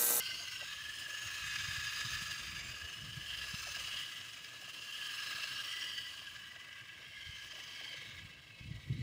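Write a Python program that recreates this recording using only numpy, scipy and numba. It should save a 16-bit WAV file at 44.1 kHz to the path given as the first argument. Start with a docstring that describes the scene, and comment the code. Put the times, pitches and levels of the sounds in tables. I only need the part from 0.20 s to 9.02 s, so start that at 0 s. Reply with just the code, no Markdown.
"""A battery spreader carried across a flooded paddy, heard by a phone in a light breeze.
From the start granules tick off the disc, ring hopper and chute and throb 24 times a second; water sloshes
in shaped noise and boots plop in short tone bursts. Low-noise wind runs throughout, with buffets from 1 to 3 s;
knots of granules start at 1 s. The rattle's colour shifts with the carrying pose and it fades from 6 s.
The hardest buffets, brief low tone bursts, come last, near 8.7 s."""
import sys
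import numpy as np
from scipy import signal
from scipy.fft import rfft, irfft, next_fast_len
from scipy.io import wavfile
from scipy.ndimage import uniform_filter1d
from numba import njit

SR = 44100
rng = np.random.default_rng(int(sys.argv[2]) if len(sys.argv) > 2 else 0)


def pcm_store(signal):
    """Save signal as 16-bit PCM."""
    levels = np.round(np.clip(np.atleast_2d(signal), -1, 1) * 32767)
    wavfile.write(sys.argv[1], SR, levels.astype(np.int16).T)


N = 388960


def undb(db):
    """dB to gain."""
    return 10 ** (np.asarray(db) / 20)


def unit(x):
    """Scale to rms 1."""
    return x / np.sqrt(np.mean(x ** 2))


def curve(table):
    """Interpolate each column after time_s over all samples."""
    time_s, *columns = np.transpose(table)
    return [np.interp(np.arange(N) / SR, time_s, column) for column in columns]


def colour(x, points):
    """Shape the spectrum by (freq_hz, gain_db) points, -99 dB outside them."""
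    freq_hz, gain_db = np.transpose(points)
    size = next_fast_len(N)
    log_axis = np.log(np.fft.rfftfreq(size, 1 / SR) + 1)
    gain = undb(np.interp(log_axis, np.log(freq_hz), gain_db, -99, -99))
    return irfft(rfft(x, size) * gain, size)[:N]


def walk(rate_hz):
    """Random levels held 1 / rate_hz and smoothed twice; rms near 1."""
    hold = int(SR / rate_hz)
    steps = np.repeat(rng.standard_normal(N // hold + 1), hold)
    slewed = uniform_filter1d(uniform_filter1d(steps, hold), hold)
    return unit(slewed[:N])


def flicker(rate_hz, slowest_s=0.15):
    """A walk without its slow part."""
    fast = walk(rate_hz)
    return fast - uniform_filter1d(fast, int(SR * slowest_s))


def bursts(rows):
    """Tone under a bell envelope per (middle_s, peak_db, pitch_hz, length_s); 0 Hz gives the bare bell."""
    half = SR // 20
    out, t = np.zeros(N + SR), np.arange(-half, half) / SR
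    for middle_s, peak_db, pitch_hz, length_s in rows:
        bell = np.exp(-(2.5 * t / length_s) ** 2)  # 1/e at 0.4 length_s either side
        start = int(middle_s * SR)
        out[start:start + len(t)] += undb(peak_db) * bell * np.cos(2 * np.pi * pitch_hz * t)
    return out[half:half + N]


def granules(flow_db, per_s=14000., scatter_db=3.5):
    """Dense impacts of uneven size and either sign, scaled by the flow."""
    sign = np.sign(rng.random(N) - .5) * (rng.random(N) < per_s / SR)
    return unit(sign * undb(flow_db + scatter_db * rng.standard_normal(N)))


# disc rotation: time_s, turns_so_far
DISC_TURNS = [(0.0, 0.21), (1.6, 38.84), (2.4, 57.94), (4.0, 96.73), (4.8, 116.46), (8.82, 213.25)]


def disc_flow_db(throb_db=1.38, surge_db=0.03, flutter_db=1.19):
    """Impact strength rises once per disc turn; the feed surges and flutters."""
    throb = throb_db * np.cos(2 * np.pi * curve(DISC_TURNS)[0])
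    return throb + surge_db * flicker(25.) + flutter_db * flicker(130.)


# paths off guard plate, hopper and carrier: delay_s, gain_db
ECHO_PATHS = [(.0004, -16), (.0007, -15), (.0015, -14), (.0019, -14), (.0023, -14), (.0027, -16)]


def echoes(x, sway=.03):
    """Echo paths stretch as the carrier sways, drawing faint drifting ripples in the treble."""
    now = np.arange(N)
    out = x
    for delay_s, gain_db in ECHO_PATHS:
        delay = SR * delay_s * (1 + sway * walk(1.93))
        out = out + undb(gain_db) * np.interp(now - delay, now, x)
    return out


# unrung granule tick, spectrum shape: freq_hz, density_db_per_hz
TICK_COLOUR = [(700, -55), (1000, 3.5), (1500, -3.5), (3000, 9.5), (5500, -1), (5800, -6), (6100, -2.5),
               (8000, -1), (10000, -4), (13500, -12), (15600, -0.5)]
BARE_DB, BARE_SHADE_DB, BARE_TURN_DB = -18, -1, 0.08  # rms above 8 kHz before gains; change per pose unit


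def bare_ticks(flow_db, knots, pose, patchy_db):
    """Direct granule clicks plus echoes, following flow and knots less strongly than the rings."""
    ticks = knots ** 0.44 * granules(0.26 * flow_db + patchy_db * flicker(90.))
    bare = echoes(colour(ticks, TICK_COLOUR))
    above = signal.sosfilt(signal.butter(6, 8000, "high", fs=SR, output="sos"), bare)
    return undb(BARE_DB + BARE_SHADE_DB * pose[0] + BARE_TURN_DB * pose[1]) * bare / np.std(above)


@njit
def ring(x, tune, width):
    """Two state-variable band-passes in series; tune = tan(pi Hz / SR), width = stage width / centre."""
    y, b, l, b2, l2 = np.empty(len(x)), 0., 0., 0., 0.
    for i in range(len(x)):
        g, k = tune[i], width[i]
        v = (b + g * (x[i] - l)) / (1 + g * (g + k))
        w = (b2 + g * (k * v - l2)) / (1 + g * (g + k))
        b, l = 2 * v - b, l + 2 * g * v
        b2, l2 = 2 * w - b2, l2 + 2 * g * w
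        y[i] = k * w
    return y


# nearest ring stands out or drops, and glides: start_s, end_s, lift_db, from_hz, to_hz
RING_SPELLS = [(-.2, .26, 6, 4380, 4470), (-.2, .27, 4, 4850, 4720), (-.2, .25, 3.5, 5500, 5500),
               (-.2, .52, 0, 1530, 1566), (-.1, 0.34, 10.5, 2100, 2030), (0.248, 0.523, 6.5, 2030, 1900),
               (0.117, 0.322, 9.5, 6560, 6620), (.25, .55, 7, 5600, 5070), (0.247, .59, 2, 6430, 6750),
               (.33, .75, 4, 3160, 3120), (.35, .6, 4.5, 3780, 3660), (.4, 1.3, 1, 6870, 6700),
               (.55, .95, 3, 5250, 5050), (0.606, 1.26, 3, 2640, 2550), (.47, 1.15, 2.5, 1730, 1677),
               (0.877, 1.13, 4, 6560, 6560), (.97, 1.22, 3, 5450, 5300), (1.045, 1.283, 2, 4000, 4000),
               (1.15, 1.7, 2.5, 7400, 7200), (1.194, 2.045, 1.5, 1670, 1708), (1.244, 2.7, 5, 4900, 4820),
               (1.306, 2.0, 2.5, 3600, 3750), (2.05, 2.65, 0.5, 3600, 3400), (2.15, 2.5, -2.5, 1690, 1680),
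               (2.2, 2.55, 4, 2320, 2270), (2.3, 2.65, 4.5, 7360, 7100), (2.5, 2.874, 4, 2920, 2920),
               (2.55, 3.6, 3.5, 5260, 5160), (2.948, 3.287, 3.5, 3090, 3140), (3, 3.3, 1.5, 4030, 3830),
               (3.157, 3.75, 0.5, 6100, 6350), (3.15, 3.9, 2.5, 4850, 4830), (3.497, 4.07, 2, 2870, 2980),
               (3.553, 4.31, -3.5, 1650, 1675), (3.6, 4.05, 2.5, 3170, 3130), (3.79, 4.1, 6, 1980, 2000),
               (4.3, 4.75, 1, 4760, 4780), (4.5, 4.98, 6, 3130, 3120), (4.7, 5.55, -8, 6960, 6900),
               (4.754, 5.45, 2.5, 1664, 1650), (4.8, 5.8, 3, 1244, 1260), (4.85, 5.5, 3.5, 4100, 4000),
               (4.85, 5.4, 3.5, 5200, 5160), (5.1, 5.6, 4, 4300, 4600), (5.303, 5.8, 3, 5450, 5620),
               (5.347, 5.9, 2, 3080, 3160), (5.44, 5.956, 9.5, 2000, 1944), (5.55, 6.1, 2.5, 4550, 4640),
               (5.56, 5.95, 3, 4860, 4820), (5.902, 6.9, 3, 1160, 1180), (5.997, 7.3, 2, 1644, 1658),
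               (5.997, 6.557, 2, 2970, 2970), (6.15, 6.695, 4, 1920, 2040), (6.7, 7.7, 2.5, 5520, 5500),
               (6.7, 7.3, -2.5, 2070, 2140), (7, 7.95, 6, 6300, 6180), (6.99, 7.897, 1, 3090, 3160),
               (6.998, 8.05, -0.5, 2700, 2710), (7.103, 7.8, 1.5, 1170, 1120),
               (7.148, 7.8, 2.5, 4960, 5000), (7.2, 7.8, 3.5, 4636, 4550), (7.3, 7.582, -4, 1640, 1670),
               (7.5, 8.094, 3, 2190, 2160), (7.75, 8, 5, 3700, 3670), (8.044, 8.224, 7, 2680, 2640),
               (8.235, 8.526, 5.5, 2610, 2580), (8.3, 9, -8, 1220, 1200), (8.297, 9, -5, 1620, 1630),
               (8.447, 9, 6, 1940, 2010), (8.5, 8.8, 0, 3780, 3680), (8.5, 9, -3, 2720, 2700),
               (8.5, 9, -4, 4800, 4780)]
SPELL_FADE_S = 0.1


def spells(number, hz, rests_hz):
    """Pitch and extra dB of one ring once its spells are applied."""
    hz, db = hz.copy(), np.zeros(N)
    for start_s, end_s, lift_db, from_hz, to_hz in RING_SPELLS:
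        if np.argmin(abs(np.log(rests_hz / from_hz))) == number:
            span = slice(max(int(start_s * SR), 0), min(int(end_s * SR), N))
            t = np.arange(span.start, span.stop) / SR
            on = np.clip(np.minimum(t - start_s, end_s - t) / SPELL_FADE_S, 0, 1)
            glide_hz = np.interp(t, [start_s, end_s], [from_hz, to_hz])
            hz[span] += on * (glide_hz - hz[span])
            db[span] += on * lift_db
    return hz, db


# hopper and chute resonances, before pose and spells: rest_hz, stage_width_hz, level_db,
# then per pose unit: shade_db, turn_db, tilt_db, shade_pitch_pct, turn_pitch_pct, tilt_pitch_pct
HOPPER_RINGS = [(1230, 268, -18, -1.5, 1.76, -0.41, -2.5, 1, 1),
                (1657, 133, -8.5, 0.26, 1.2, 0.62, -0.3, 0.65, 0.78),
                (2004, 117, -15.5, 4.5, 1, 1, -0.2, -0.5, -0.91),
                (2284, 210, -13.5, 3.5, 1, -1.6, -3, 0.5, 0.54),
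                (2744, 166, -12, 1.9, 2.5, -0.29, 1.8, -3.5, 0.38),
                (2899, 270, -5.5, 1.05, -0.8, 0.85, 3, -1.3, 1.1),
                (3138, 203, -10.5, 2.1, -0.5, 0.51, 2.4, -0.4, 0.22),
                (3920, 540, -13, 0.5, 1.2, -1.6, -2.5, -4.5, -1.9),
                (4458, 210, -19.5, 2.8, -3, 0.13, -1, 2.6, 0.8),
                (4830, 370, -14, -0.2, -0.5, -0.21, 1, 0.3, 0.78),
                (5320, 330, -16.5, -1, 0, -0.33, .5, 1.5, 0.27),
                (6265, 620, -18, -3, 2, -0.46, -0.5, 0.9, 0.61),
                (6870, 260, -23.5, -0.5, 0.5, -0.025, -1.5, 3.3, -0.18)]


def hopper_rings(ticks, pose, patchy_db, wander=0.0062, focus=0.43):
    """Impacts excite plastic resonances whose pitch and level follow the pose."""
    body = np.zeros(N)
    rests_hz = np.array(HOPPER_RINGS)[:, 0]
    for number, (rest_hz, width_hz, level_db, *per_unit) in enumerate(HOPPER_RINGS):
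        hz = rest_hz * (1 + np.dot(per_unit[3:], pose) / 100 + wander * walk(5.))
        hz, lift_db = spells(number, hz, rests_hz)
        focus_db = focus * np.maximum(lift_db, 0)  # a ring that stands out is also narrower
        width = width_hz * undb(-focus_db) / hz
        rung = undb(focus_db / 2) * ring(ticks, np.tan(np.pi * hz / SR), width)
        swell_db = np.dot(per_unit[:3], pose) + patchy_db * flicker(40.)
        body += undb(level_db + lift_db + swell_db) * unit(rung)
    return body


# bounce off the water: time_s, delay_ms, gain_db (before BOUNCE_COLOUR)
WATER_BOUNCE = [(0, 1.25, -18), (.25, 1.28, -8), (.55, 1.4, -17), (.8, 1.4, -1), (1.0, 2, -20),
                (1.3, 1.3, -23), (1.6, 1.3, -27), (2.4, 0.8, -15), (3.4, 1.34, -8), (4.4, 1.35, -17),
                (4.9, 1.35, -10), (5.25, 1.36, -10), (5.55, 1.28, -14), (5.9, 1.3, -23), (6.6, 1.2, -13),
                (7.4, 1.9, -29), (8.0, 1.62, -22), (8.82, 1.8, -13)]
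# bounce filter, mostly treble: freq_hz, gain_db
BOUNCE_COLOUR = [(2600, -37), (4200, -6.5), (5500, -11.5), (5800, -8), (6100, -1), (16000, 1)]


def mirrored(x):
    """Water reflection, later as the hopper rides higher or nearer: gliding ripples."""
    delay_ms, gain_db = curve(WATER_BOUNCE)
    now = np.arange(N)
    bounced = colour(x, BOUNCE_COLOUR)
    return x + undb(gain_db) * np.interp(now - SR * delay_ms / 1000, now, bounced)


# feed dips: middle_s
FEED_GAPS = [.635, 1.099, 1.589, 1.621, 2.593, 2.671, 3.447, 4.441, 4.72, 5.268, 5.43, 5.635, 6.053, 7.964]
GAP_DB, GAP_LENGTH_S = -5, 0.0064
STUMBLE_DB, STUMBLE_RATE_HZ = -1, 60.  # dB per unit of flicker above 0.5; rate of the walk


def feed():
    """Rattle gain: brief dips plus smaller random hitches in the granule stream."""
    gaps = bursts([(middle_s, 0, 0, GAP_LENGTH_S) for middle_s in FEED_GAPS])
    stumbles = np.maximum(flicker(STUMBLE_RATE_HZ) - .5, 0)
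    return undb(GAP_DB * gaps + STUMBLE_DB * stumbles)


# granules hitting the disc at once: middle_s, added_peak_db (re steady flow)
GRANULE_KNOTS = [(1.076, -3), (1.357, -1.5), (1.387, -8), (1.808, -8), (1.852, -13), (1.951, -14),
                 (2.112, -3), (2.162, -13), (2.395, 0), (3.346, -2), (3.676, -5), (4.135, -9), (4.244, 0),
                 (4.49, -4), (4.779, -12), (4.858, -14), (5.029, -11), (5.237, -3), (5.78, -8), (6.02, -6),
                 (6.162, 0), (6.445, -1), (6.557, -4), (6.61, -6), (7.99, -2)]
KNOT_LENGTH_S = 0.0098


def granule_knots():
    """Impact gain, swelling briefly where granules bunch."""
    return 1 + bursts([(middle_s, db, 0, KNOT_LENGTH_S) for middle_s, db in GRANULE_KNOTS])


# carrying pose: time_s, rattle_gain_db, shade, turn, tilt (unitless, around 0)
# shade = duller, hidden or further off; turn and tilt trade ring strengths, probably heading and lean
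CARRY_POSE = [(0, -40.5, -1.4, -2.5, 1), (.2, -43.5, -0.88, -2.5, -1), (.55, -45, -0.41, 1, 0.5),
              (.8, -44.5, -1, -1, 1.9), (1.06, -42.5, -0.86, 1, 1.5), (1.37, -40.5, -0.12, 2, 0),
              (2.0, -40.5, -0.95, 1.5, 0.2), (2.4, -45.5, -0.012, 2, 0.2), (2.7, -47, -0.42, 1.2, 1),
              (2.95, -47, -0.41, -0.5, 1), (3.17, -43, 0.00085, -0.5, 1.5), (3.45, -42.5, -1.6, 0.7, -1.5),
              (3.78, -41, 0.13, -0.2, 1), (3.92, -45.5, -0.71, 0.5, 1.5), (4.3, -49, -0.11, 0.5, 0),
              (4.65, -46.5, -1.5, -1, 0), (4.8, -42.5, -0.89, -1.5, 2), (5.1, -41.5, -0.41, -0.1, -0.8),
              (5.4, -42, -0.36, -1.1, 0), (5.62, -42.5, -0.16, -1.3, 1.5), (5.8, -45, -0.62, -2.5, 2.5),
              (5.95, -47, -0.32, -1.2, 0.5), (6.3, -52.5, 0.41, 0.9, 0.6), (6.75, -54, 1.8, 1.5, 0.6),
              (7.07, -50.5, 1.76, -0.2, -0.5), (7.3, -49.5, 0.82, 0.3, 0.5), (7.7, -48, 1.7, -0.3, -0.5),
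              (7.95, -52, 1.4, 1, -0.8), (8.2, -58, 1.3, 0.4, -1.2), (8.82, -55.5, 0.95, 0, -3)]


def spreader(patchy_db=1.17):
    """Granule impacts heard bare and through hopper and chute, gated by feed, reflected by water."""
    flow_db, knots = disc_flow_db(), granule_knots()
    gain_db, *pose = curve(CARRY_POSE)
    pose = np.array(pose)
    ticks = granules(flow_db) * knots
    body = bare_ticks(flow_db, knots, pose, patchy_db) + hopper_rings(ticks, pose, patchy_db)
    return mirrored(undb(gain_db) * feed() * body)


# legs through water: time_s, level_db (before lapping)
WADING_LEVEL = [(0, -67.5), (.6, -71), (.9, -66.5), (1.4, -71.5), (1.8, -68.5), (2.1, -68), (2.4, -67.5),
                (3.05, -67), (3.6, -67.5), (4.1, -70), (5.28, -66), (6.2, -71), (6.75, -72.5),
                (7.56, -66.5), (8.25, -72.5), (8.6, -69.5), (8.82, -71)]
# slosh and countryside, spectrum shape: freq_hz, density_db_per_hz
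FIELD_COLOUR = [(110, -19), (180, -9.5), (252, -2.5), (322, -0.5), (388, -5), (684, -1.5), (824, -10),
                (1000, -3.5), (1300, -2), (2200, -120)]


def slosh(lap_db=2.0):
    """Sloshing water over the faint countryside: shaped noise with a lapping level."""
    water = unit(colour(rng.standard_normal(N), FIELD_COLOUR))
    return undb(curve(WADING_LEVEL)[0] + lap_db * walk(30.)) * water


BUBBLES_PER_S, BUBBLE_MAX_DB, BUBBLE_HZ, BUBBLE_MEAN_S = 16, -68, (217, 790), 0.025


def bubbles():
    """Air let go by the stirred mud: random tone blips, up to 8 dB weaker when longer."""
    when, pitch, size = rng.random((int(BUBBLES_PER_S * N / SR), 3)).T
    low_hz, high_hz = BUBBLE_HZ
    pitch_hz = low_hz * (high_hz / low_hz) ** pitch
    return bursts(zip(when * N / SR, BUBBLE_MAX_DB - 8 * size, pitch_hz, BUBBLE_MEAN_S * (.5 + size)))


# wind: time_s, level_db (before gusts and deep lift), deep_lift_db
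WIND_LEVEL = [(0, -64, -10), (.4, -65, 4), (.8, -68, 2), (1.0, -68, 0), (1.07, -63, 0), (1.18, -68, 9),
              (1.26, -59, 7), (1.5, -55, -3), (1.65, -58.5, 1.5), (1.8, -67, 6), (1.88, -56, 9),
              (2.05, -58, 4), (2.17, -61.5, 5), (2.3, -56.5, 7), (2.5, -58.5, 6), (2.7, -64.5, -2),
              (2.9, -54, -3), (3.15, -64.5, 13), (3.3, -66, 15.5), (3.7, -61.5, 4), (3.9, -65, -21),
              (4.6, -68.5, -11), (5.6, -66.5, -2), (6.9, -66, -12), (7.05, -68, 11), (7.3, -68, 0),
              (7.7, -67.5, -12), (8.03, -56.5, 5), (8.12, -64, -4), (8.38, -65, -2), (8.44, -52, 1),
              (8.56, -53, 7), (8.63, -59, -3), (8.72, -42, -10), (8.82, -44, -9)]
# wind spectrum shape: freq_hz, density_db_per_hz
WIND_SHAPE = [(15, -46), (25, -29), (59, -1), (124, 1), (281, -18.5), (322, -15), (436, -35.5),
              (500, -25.5), (650, -66), (1100, -120)]


def wind_rumble(gust_db=2., deep_hz=75.0):
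    """Turbulence on the microphone port: levelled low noise, re-gusted, its deep part lifted or cut."""
    level_db, deep_lift_db = curve(WIND_LEVEL)
    air = colour(rng.standard_normal(N), WIND_SHAPE)
    air /= np.sqrt(uniform_filter1d(air ** 2, SR // 8))
    deep = signal.sosfiltfilt(signal.butter(2, deep_hz, fs=SR, output="sos"), air)
    return undb(level_db + gust_db * walk(40.)) * (air + (undb(deep_lift_db) - 1) * deep)


# water closing round the boots: middle_s, peak_db, pitch_hz, length_s
BOOT_PLOPS = [(0.097, -56, 643, 0.0065), (0.207, -58, 695, 0.021), (0.23, -57, 660, 0.0091),
              (0.418, -53, 597, 0.014), (0.428, -46.5, 670, 0.0063), (0.886, -56.5, 600, .01),
              (0.937, -58, 560, .01), (2.1, -58, 655, .008), (3.049, -56, 666, 0.005),
              (3.104, -57.7, 664, 0.008), (3.472, -48.5, 693, 0.0087), (3.487, -54, 585, 0.017),
              (3.569, -55, 690, 0.013), (3.607, -56, 530, 0.013), (3.683, -54, 720, 0.0065),
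              (3.742, -57, 600, 0.0093), (4.34, -56, 687, 0.0045), (4.427, -55, 720, 0.0064),
              (4.482, -54.5, 650, 0.0062), (5.189, -56, 660, 0.011), (5.245, -56, 630, 0.0081),
              (6.021, -54, 684, 0.0036), (6.365, -55.5, 660, 0.0089), (7.337, -59, 600, .012),
              (7.364, -58, 640, 0.023), (7.388, -58, 780, 0.0087), (7.48, -62, 720, .008),
              (7.612, -51.5, 694, 0.0056), (7.623, -55, 520, 0.0063), (7.664, -58, 876, 0.011),
              (7.719, -58, 600, 0.0062), (7.744, -51, 540, 0.0069), (7.824, -59, 480, 0.011),
              (8.574, -60, 650, .01)]


def plops(splash_db=-13.5):
    """Tone burst per plop, plus a longer, later splash of noise between about 350 and 1100 Hz."""
    envelope = bursts([(middle_s + length_s, peak_db + splash_db, 0, 3 * length_s)
                       for middle_s, peak_db, _, length_s in BOOT_PLOPS])
    band = signal.butter(2, [350., 1100.], "band", fs=SR, output="sos")
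    spray = unit(signal.sosfilt(band, rng.standard_normal(N)))
    return bursts(BOOT_PLOPS) + envelope * spray


# strongest buffets: middle_s, peak_db, pitch_hz, length_s
WIND_BUFFETS = [(1.062, -48, 105, 0.031), (1.488, -39.5, 105, 0.013), (1.533, -47, 99.3, 0.013),
                (1.584, -40, 93, 0.012), (1.873, -47, 126, 0.012), (2.024, -43, 138, 0.0073),
                (2.296, -39, 110.2, 0.0092), (2.647, -46, 81.5, 0.026), (2.842, -45, 133, 0.011),
                (2.977, -39.5, 138, 0.02), (3.343, -36, 133, 0.0095), (7.095, -43, 90.5, 0.013),
                (8.051, -42, 112, 0.011), (8.412, -40, 117, 0.0079), (8.46, -43, 144, 0.0089),
                (8.488, -51, 102, 0.011), (8.515, -36, 136, 0.014), (8.678, -39, 118, 0.01),
                (8.704, -40, 282, 0.0068), (8.707, -27.5, 125.7, 0.019), (8.723, -32, 126, 0.012),
                (8.728, -46, 300, .007), (8.756, -50, 127, 0.0051), (8.79, -50, 270, .02),
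                (8.794, -38, 144, 0.012)]


def buffets():
    """Wind thumps on the microphone: a few low cycles under a bell."""
    return bursts(WIND_BUFFETS)


def scene():
    """Everything at the one microphone."""
    water = slosh() + bubbles() + plops()
    return (spreader() + water + wind_rumble() + buffets())[None]


TOP_HZ = 15750


def record(dry):
    """The phone drops the deepest bass and cuts the top."""
    dry = signal.sosfilt(signal.butter(2, 40., "high", fs=SR, output="sos"), dry)
    return signal.sosfilt(signal.ellip(10, .2, 70, TOP_HZ, fs=SR, output="sos"), dry)


dry = scene()
out = record(dry)
pcm_store(out)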